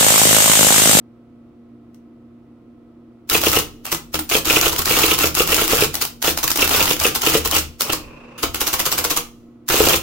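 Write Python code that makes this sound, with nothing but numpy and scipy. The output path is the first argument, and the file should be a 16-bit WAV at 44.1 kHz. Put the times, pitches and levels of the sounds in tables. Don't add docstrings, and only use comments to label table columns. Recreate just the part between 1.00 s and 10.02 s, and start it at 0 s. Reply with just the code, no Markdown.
import sys
import numpy as np
from scipy import signal
from scipy.fft import rfft, irfft, next_fast_len
from scipy.io import wavfile
from scipy.ndimage import map_coordinates

SR = 44100
rng = np.random.default_rng(int(sys.argv[2]) if len(sys.argv) > 2 else 0)


def wav_record(signal):
    frames = np.transpose(np.atleast_2d(signal))
    bounded = np.clip(frames, -1, 1)
    quanta = np.round(bounded * 32767).astype(np.int16)
    wavfile.write(sys.argv[1], SR, quanta)


N = 397782
T = np.arange(N) / SR
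AGE = np.arange(SR // 2) / SR
SWELL_SAMPLES = SR // 40

# (pitch [Hz], relative level [dB], time to fall 60 dB [s])
PLATEN = [(344.5, -7.5, 0.09), (440, 3, 0.04), (494, -1.5, 0.039), (615, -14.5, 0.042),
          (755, -13.5, 0.0345), (1045, -6.5, 0.029), (1312, -10, 0.053)]
# (pitch [Hz], relative level [dB], time to fall 60 dB [s])
FRAME = [(28.6, -16.5, 0.72), (46, -12, 0.42), (77.8, -2, 0.29), (114, -6.5, .13), (154.8, -4, 0.21),
         (270, -6, .1), (322, -2, 0.27), (490, -3.5, 0.15)]

RATTLE_DB = -14
RETURN_KEY_S, RETURN_PULL_S, RETURN_STOP_S = 6.808, 6.9, 7.437


def amp(db):
    return 10 ** (np.asarray(db) / 20)


def unit(x):
    return x / np.sqrt(np.mean(x ** 2) + 1e-20)


def along(points, hz):
    f, v = np.transpose(points)
    return np.interp(np.log(hz + 1), np.log(f + 1), v)


def wobble(rate, size=N):
    knots = rng.standard_normal(int(size * rate / SR) + 4)
    return map_coordinates(knots, [np.arange(size) * rate / SR])


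def filtered(x, response):
    m = next_fast_len(x.shape[-1] + 8192)
    spectrum = rfft(x, m) * response(np.fft.rfftfreq(m, 1 / SR))
    return irfft(spectrum, m)[..., :x.shape[-1]]


def coloured(x, spectrum):
    return filtered(x, lambda hz: unit(amp(along(spectrum, hz))))


def spread(pair):
    # (frequency [Hz], likeness [0 to 1])
    likeness = [(30, 0.54), (100, 0.94), (300, 0.88), (600, 0.51), (1200, 0.49), (2500, 0.21),
                (5000, 0.0062), (15000, 0.02)]

    def mid_side_gains(hz):
        turn = np.arccos(np.clip(along(likeness, hz), -1, 1)) / 2
        return np.array([np.cos(turn), np.sin(turn)])

    mid, side = filtered(pair, mid_side_gains)
    return np.array([mid + side, mid - side])


def add(track, s, sound):
    start = round(s * SR)
    part = track[..., start:start + sound.shape[-1]]
    part += sound[..., :part.shape[-1]]


def chatter(t60, grain_db=1.5, case_db=-16.5, case_t60=0.11):
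    t = AGE[:SR // 10]
    near, case = rng.standard_normal((2, 2, len(t)))
    resonances = unit(amp(3.2 * wobble(1500, size=len(t) // 2 + 1)))
    near = irfft(rfft(near) * resonances, len(t))
    grains = unit(amp(grain_db * np.clip(wobble(627, size=len(t)), -2, 2)))
    burst = near * grains * amp(-60 * t / t60)
    burst = burst + case * amp(case_db - 60 * t / case_t60)
    return burst * (1 - np.exp(-t / (0.012 * t60)))


def ring(modes, vary_db, detune, attack_s=0.00046):
    hz, db, t60 = np.transpose(modes)[..., None]
    t = AGE[AGE < t60.max()]
    size, pitch = rng.standard_normal((2, len(modes), 1))
    levels = amp(db + vary_db * size - 60 * t / t60)
    waves = levels * np.sin(2 * np.pi * hz * (1 + detune * pitch) * t)
    return waves.sum(axis=0) * (1 - np.exp(-t / attack_s))


def both(modes, vary_db, detune):
    return np.array([ring(modes, vary_db, detune) for _ in range(2)])


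def swell_up_to(track, s, db, rise_t60=.04):
    t = AGE[:SWELL_SAMPLES]
    level = amp(3 * wobble(400, size=len(t)) - 60 * t[::-1] / rise_t60)
    noise = rng.standard_normal((2, len(t))) * level
    add(track, s - SWELL_SAMPLES / SR, amp(db) * noise)


def click(steel, linkage, s, bright_db, link_db):
    swell_up_to(steel, s, bright_db - 14)
    add(steel, s, amp(bright_db + 1.5) * chatter(0.026, grain_db=3.5))
    add(linkage, s, amp(link_db + 5.0) * chatter(0.023, grain_db=1.0))


def motor():
    # (pitch [Hz], level [dB rms])
    hum_tones = [(118.4, -71), (236.9, -47.5), (296.1, -59), (323.0, -60), (355.3, -59), (468.3, -68),
                 (500.6, -68.5), (678.3, -75.5), (705.2, -71.5), (855.9, -82), (1061, -78.5), (1292, -76),
                 (1852, -94.5), (1970, -85)]
    # (frequency [Hz], relative level [dB per Hz])
    air_colour = [(13, -58.5), (22, -27.5), (85, -19), (121, -21.5), (175, -21), (199, -25.5), (216, -20),
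                  (235, -10.5), (269, -15.5), (326, -13.5), (385, -24.5), (480, -25.5), (686, -30),
                  (809, -36), (1320, -35.5), (1600, -44.5), (2500, -45.5), (7000, -61), (15800, -64.5)]
    lines = np.zeros(N)
    for hz, db in [*hum_tones, (120, -58.5)]:
        phase = 2 * np.pi * (hz * T + rng.random()) + .12 * wobble(6.8)
        lines += amp(db) * np.sin(phase)
    air = coloured(spread(rng.standard_normal((2, N))), air_colour)
    return np.sqrt(2) * lines + amp(-51) * air


def keys(steel, linkage):
    # (time [s], relative bright click level [dB], relative linkage level [dB])
    presses = [(2.853, -18, -24), (3.143, -6.5, -10), (3.46, -15.5, -19.5), (4.942, -10.5, -23.5),
               (5.375, -8, -21.5), (5.504, -4.5, -18), (6.808, -6.5, -18), (7.545, -11.5, -16)]
    # (time [s], relative level [dB])
    releases = [(0.945, -48), (2.531, -8.5), (2.946, -12), (3.762, -11), (3.818, -9), (4.215, -13),
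                (4.27, -7.5), (5.051, -12), (5.477, -5.5), (5.558, -6.5), (5.676, -9), (6.474, -11)]
    latch_lag_s, latch_db = .011, -3.5
    for s, db in releases:
        click(steel, linkage, s, db, db - 12)
    for s, click_db, link_db in presses:
        click(steel, linkage, s, click_db, link_db)
        click(steel, linkage, s + latch_lag_s, click_db + latch_db, link_db + latch_db)


def clutch(steel, s, clutch_db):
    swell_up_to(steel, s, clutch_db - 25.5, rise_t60=0.055)
    add(steel, s - .006, amp(clutch_db - 11.5) * chatter(0.066))
    add(steel, s + 0.0011, amp(clutch_db + 3.0) * chatter(0.014, grain_db=4.0, case_db=-12.5))


def cycle_rattle(steel, linkage, s):
    # (time from strike [s], bright level [dB], linkage level [dB], time to fall 60 dB [s])
    cycle_contacts = [(-.043, -5, 2, 0.11), (-.035, -1, 3, 0.05), (-.026, 0, -3, 0.092),
                      (-.018, 1.5, -2.5, 0.12), (-.007, 2.5, 4, 0.075), (.001, 1, 1.5, .04),
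                      (.014, 5, -0.5, 0.039), (.028, -2.5, -13, 0.061)]
    for delay, bright_db, link_db, t60 in cycle_contacts:
        at = s + delay + rng.normal(0, .0013)
        db = RATTLE_DB + rng.normal(0, 1.7)
        add(steel, at, amp(db + bright_db + 0.8) * chatter(t60))
        add(linkage, at, amp(db + link_db) * chatter(t60))


def strike(direct, frame, s, platen_db, ball_db):
    # (pitch [Hz], relative level [dB], time to fall 60 dB [s])
    ball_modes = [(1252, -6.5, 0.038), (2540, 3, 0.022), (2765, 5.5, 0.018), (2935, -3.5, 0.045),
                  (3310, 0.5, .03), (3560, -10.5, .02)]
    add(direct, s - .007, amp(ball_db - 9) * both(ball_modes[2:], vary_db=5.5, detune=.05))
    add(direct, s - .001, amp(ball_db - 5) * both(ball_modes, vary_db=2.5, detune=.05))
    add(direct, s + 0.00048, -amp(platen_db - 2.1) * ring(PLATEN, vary_db=2.5, detune=.035))
    for delay in (-.032, .004, .026):
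        jolt = amp(RATTLE_DB - 16.8) * both(FRAME, vary_db=2.2, detune=0.055)
        add(frame, s + delay + rng.normal(0, .003), jolt)


def characters(steel, linkage, direct, frame):
    # (time of strike [s], relative platen knock level [dB], relative ball ring level [dB])
    typed = [(2.352, -12.5, -6.5), (2.469, -10, -6), (2.57, -11.5, -11.5), (3.352, -13.5, -7.5),
             (3.507, -14.5, -9), (3.568, -11.5, -6), (3.666, -11, -10.5), (3.91, -11.5, -12),
             (3.973, -11, -13), (4.04, -10.5, -8.5), (4.117, -13.5, -7.5), (4.242, -12, -11.5),
             (4.404, -10.5, -11), (4.528, -13, -10), (4.619, -13.5, -15), (4.732, -10, -12),
             (4.823, -10.5, -9.5), (5.279, -14.5, -14), (5.627, -13, -7), (5.747, -14.5, -11),
             (5.813, -16, -9.5), (5.91, -14.5, -11), (6.053, -12, -7), (6.272, -12, -8.5),
             (6.352, -9, -11.5), (6.566, -17.5, -13), (8.742, -11.5, -24), (8.804, -8, -14.5),
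             (8.872, -10, -13), (8.94, -10, -8.5)]
    clutch_lead_s, clutch_db = .0548, -7
    chained_s, chained_db = .071, -18.5
    escape_lag_s, escape_db = .0205, -10
    run_s, run_key_db = .15, -18
    strike_times = [row[0] for row in typed]
    gaps = np.diff(strike_times, prepend=0)
    for (s, platen_db, ball_db), gap in zip(typed, gaps):
        clutch(steel, s - clutch_lead_s, chained_db if gap < chained_s else clutch_db)
        cycle_rattle(steel, linkage, s)
        strike(direct, frame, s, platen_db, ball_db)
        escape = amp(escape_db + rng.normal(0, 1.7)) * chatter(0.037, grain_db=1.0)
        add(steel, s + escape_lag_s, escape)
        if gap < run_s:
            click(steel, linkage, s - rng.uniform(.06, .1), run_key_db, run_key_db - 3.5)


def carrier_stops(count=10):
    # (time [s], relative clack level [dB], relative thud level [dB])
    single_spaces = [(2.925, -10, -24.5), (3.729, -15, -23.5), (3.791, -11, -22), (4.187, -16.5, -27),
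                     (5.021, -9.5, -26), (5.44, -10, -21.5), (6.158, -10, -32), (6.457, -11, -25)]
    # (time [s], relative clack level [dB], relative thud level [dB])
    line_feed = (6.931, -11, -23.5)
    margin = (RETURN_STOP_S, -11.5, -18.5)
    shaft_turn_s = .0621
    held = [(7.614 + k * shaft_turn_s, -9.5, -27) for k in range(count)]
    return [*single_spaces, line_feed, margin, *held]


def carrier_steps(steel, linkage, frame):
    # (time from clack [s], bright level [dB], linkage level [dB], time to fall 60 dB [s])
    step_contacts = [(-.06, -19, -16.5, 0.32), (-.008, 0, -8.5, 0.067), (0, 4, -7.5, 0.024),
                     (.003, -13.5, -11, .03), (.007, -9.5, -8.5, 0.07), (.022, -23, -20, 0.12)]
    # (pitch [Hz], relative level [dB], time to fall 60 dB [s])
    rack_modes = [(507, -8, 0.1), (873, -4, 0.043), (1049, 0.5, 0.04), (1120, -1, 0.034), (1348.5, -3, .03),
                  (2700, -12, .02), (4660, 0, .015), (6640, -3.5, .012)]
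    for s, clack_db, thud_db in carrier_stops():
        swell_up_to(steel, s + step_contacts[1][0], clack_db - 7.5, rise_t60=.025)
        for delay, bright_db, link_db, t60 in step_contacts:
            add(steel, s + delay, amp(clack_db + bright_db) * chatter(t60, grain_db=0.5))
            add(linkage, s + delay, amp(clack_db + link_db) * chatter(t60))
        add(frame, s + 0.00185, amp(clack_db - 12.5) * both(rack_modes, vary_db=3.5, detune=0.04))
        add(frame, s + 0.00301, amp(thud_db - 8.5) * both(FRAME, vary_db=3.0, detune=.05))
        add(frame, s + 0.00389, amp(thud_db - 6.5) * both(PLATEN, vary_db=6.5, detune=0.039))


def shift(steel, linkage, direct, frame):
    # (time at the stop [s], relative level [dB])
    shifts = [(3.191, -13.5), (5.558, -18.5)]
    # (pitch [Hz], relative level [dB], time to fall 60 dB [s])
    stop_modes = [(318, -8, .15), (1427, -21, .14), (9545, -21, .2), (14710, -1, .075)]
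    for s, db in shifts:
        add(frame, s - .046, amp(db - 16) * both(FRAME, vary_db=3.5, detune=0.041))
        click(steel, linkage, s, db + 2.5, db - 3.0)
        add(direct, s, amp(db) * both(stop_modes, vary_db=0.5, detune=0.0022))


def return_linkage(steel, linkage, frame):
    # (pitch [Hz], relative level [dB], time to fall 60 dB [s])
    margin_modes = [(477, 0, 0.097), (689, -12, 0.12), (785, -12, 0.139)]
    add(steel, RETURN_KEY_S, amp(-21.0) * chatter(0.44, grain_db=6))
    add(linkage, RETURN_PULL_S - .005, amp(-10) * chatter(0.079, grain_db=1))
    click(steel, linkage, RETURN_PULL_S, -17, -10)
    add(linkage, RETURN_STOP_S - .006, amp(-11) * chatter(0.12))
    add(frame, RETURN_STOP_S - .003, amp(-18) * both(margin_modes, vary_db=2.5, detune=0.0099))


def carrier_return():
    # (frequency [Hz], relative level [dB per Hz])
    cord_colour = [(60, -24.5), (150, 1), (210, -6.5), (400, -5), (500, 0.5), (700, -12.5), (850, -8),
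                   (1060, -4), (1400, -13.5), (1900, -18), (2580, -13), (3200, -24), (6000, -31),
                   (15000, -53)]
    slide_db, jerk_db, jerk_s = -44, 13, 0.04
    take_up_db_per_s, stop_db_per_s = 70, 900
    turn = np.sin(2 * np.pi * 28.3 * T + .9 * wobble(25))
    slide = coloured(spread(rng.standard_normal((2, N))), cord_colour) * amp(2.0 * turn)
    drum_noise = spread(rng.standard_normal((2, N)))
    drum = unit(filtered(drum_noise, lambda hz: 1 / (1 + ((hz - 2600) / 200) ** 4)))
    before = np.maximum(RETURN_PULL_S - T, 0)
    pulled = np.maximum(T - RETURN_PULL_S, 0)
    stopped = np.maximum(T - RETURN_STOP_S, 0)
    level_db = slide_db + jerk_db * np.exp(-pulled / jerk_s)
    level_db = level_db - take_up_db_per_s * before - stop_db_per_s * stopped
    return (T > RETURN_KEY_S) * amp(level_db) * (slide + drum * amp(-7.0 + 3.5 * turn))


def mechanism():
    # (frequency [Hz], relative level [dB per Hz])
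    steel_colour = [(200, -29), (800, -1), (1100, 0.5), (1900, -3), (5000, 1.5), (6800, 1.5), (8000, -2),
                    (11000, -2.5), (13000, 1.5), (15800, 1)]
    # (frequency [Hz], relative level [dB per Hz])
    linkage_colour = [(60, -7), (140, -5.5), (210, -10.5), (310, 4.5), (500, -1), (720, 0), (1000, -3.5),
                      (1340, 4.5), (1650, -8), (2200, -2.5), (2900, 3.5), (3900, -9.5), (7000, -22),
                      (16000, -43)]
    steel, linkage, direct, frame = np.zeros((4, 2, N))
    keys(steel, linkage)
    characters(steel, linkage, direct, frame)
    carrier_steps(steel, linkage, frame)
    shift(steel, linkage, direct, frame)
    return_linkage(steel, linkage, frame)
    bright = amp(-1.5) * coloured(steel, steel_colour)
    dull = amp(-6) * coloured(linkage, linkage_colour)
    return direct + spread(bright + dull + frame)


def echo(x):
    # (frequency [Hz], time to fall 60 dB [s])
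    room_decay = [(80, 0.89), (260, 0.24), (1800, 0.25), (5000, 0.24), (13000, 0.19)]
    linger_db, linger_times = -29.5, 3.76
    out, block = np.zeros((2, N)), SR // 4
    for start in range(0, N, block):
        hz, t, noise = signal.stft(rng.standard_normal((2, SR // 2)), SR, nperseg=256)
        fall_db = -60 * t / along(room_decay, hz)[:, None]
        fading = noise * (amp(fall_db) + amp(linger_db + fall_db / linger_times))
        tail = spread(signal.istft(fading, SR, nperseg=256)[1])
        tail = tail / np.linalg.norm(tail[0])
        answer = signal.fftconvolve(x[:, start:start + block], tail, axes=1)
        add(out, start / SR + .006, answer)
    return out


def scene():
    # (frequency [Hz], left minus right [dB])
    side_balance = [(60, -3.5), (130, -2), (290, -0.5), (640, -0.5), (1410, -2.5), (3100, 0.0), (6820, 0.5),
                    (15000, -0.5)]
    machine = mechanism()
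    sound = motor() + machine + carrier_return() + amp(-6.0) * echo(machine)
    delay_s = np.array([[.00004], [0]])

    def placement(hz):
        gains = amp(along(side_balance, hz) * np.array([[.5], [-.5]]))
        return gains * np.exp(-2j * np.pi * hz * delay_s)

    return filtered(sound, placement)


def record(dry):
    top_hz = 16100
    rounded = dry / (1 + (dry / .95) ** 4) ** (1 / 4)
    return filtered(rounded, lambda hz: np.clip((top_hz - hz) / 250, 0, 1) ** 2)


dry = scene()
out = record(dry)
wav_record(out)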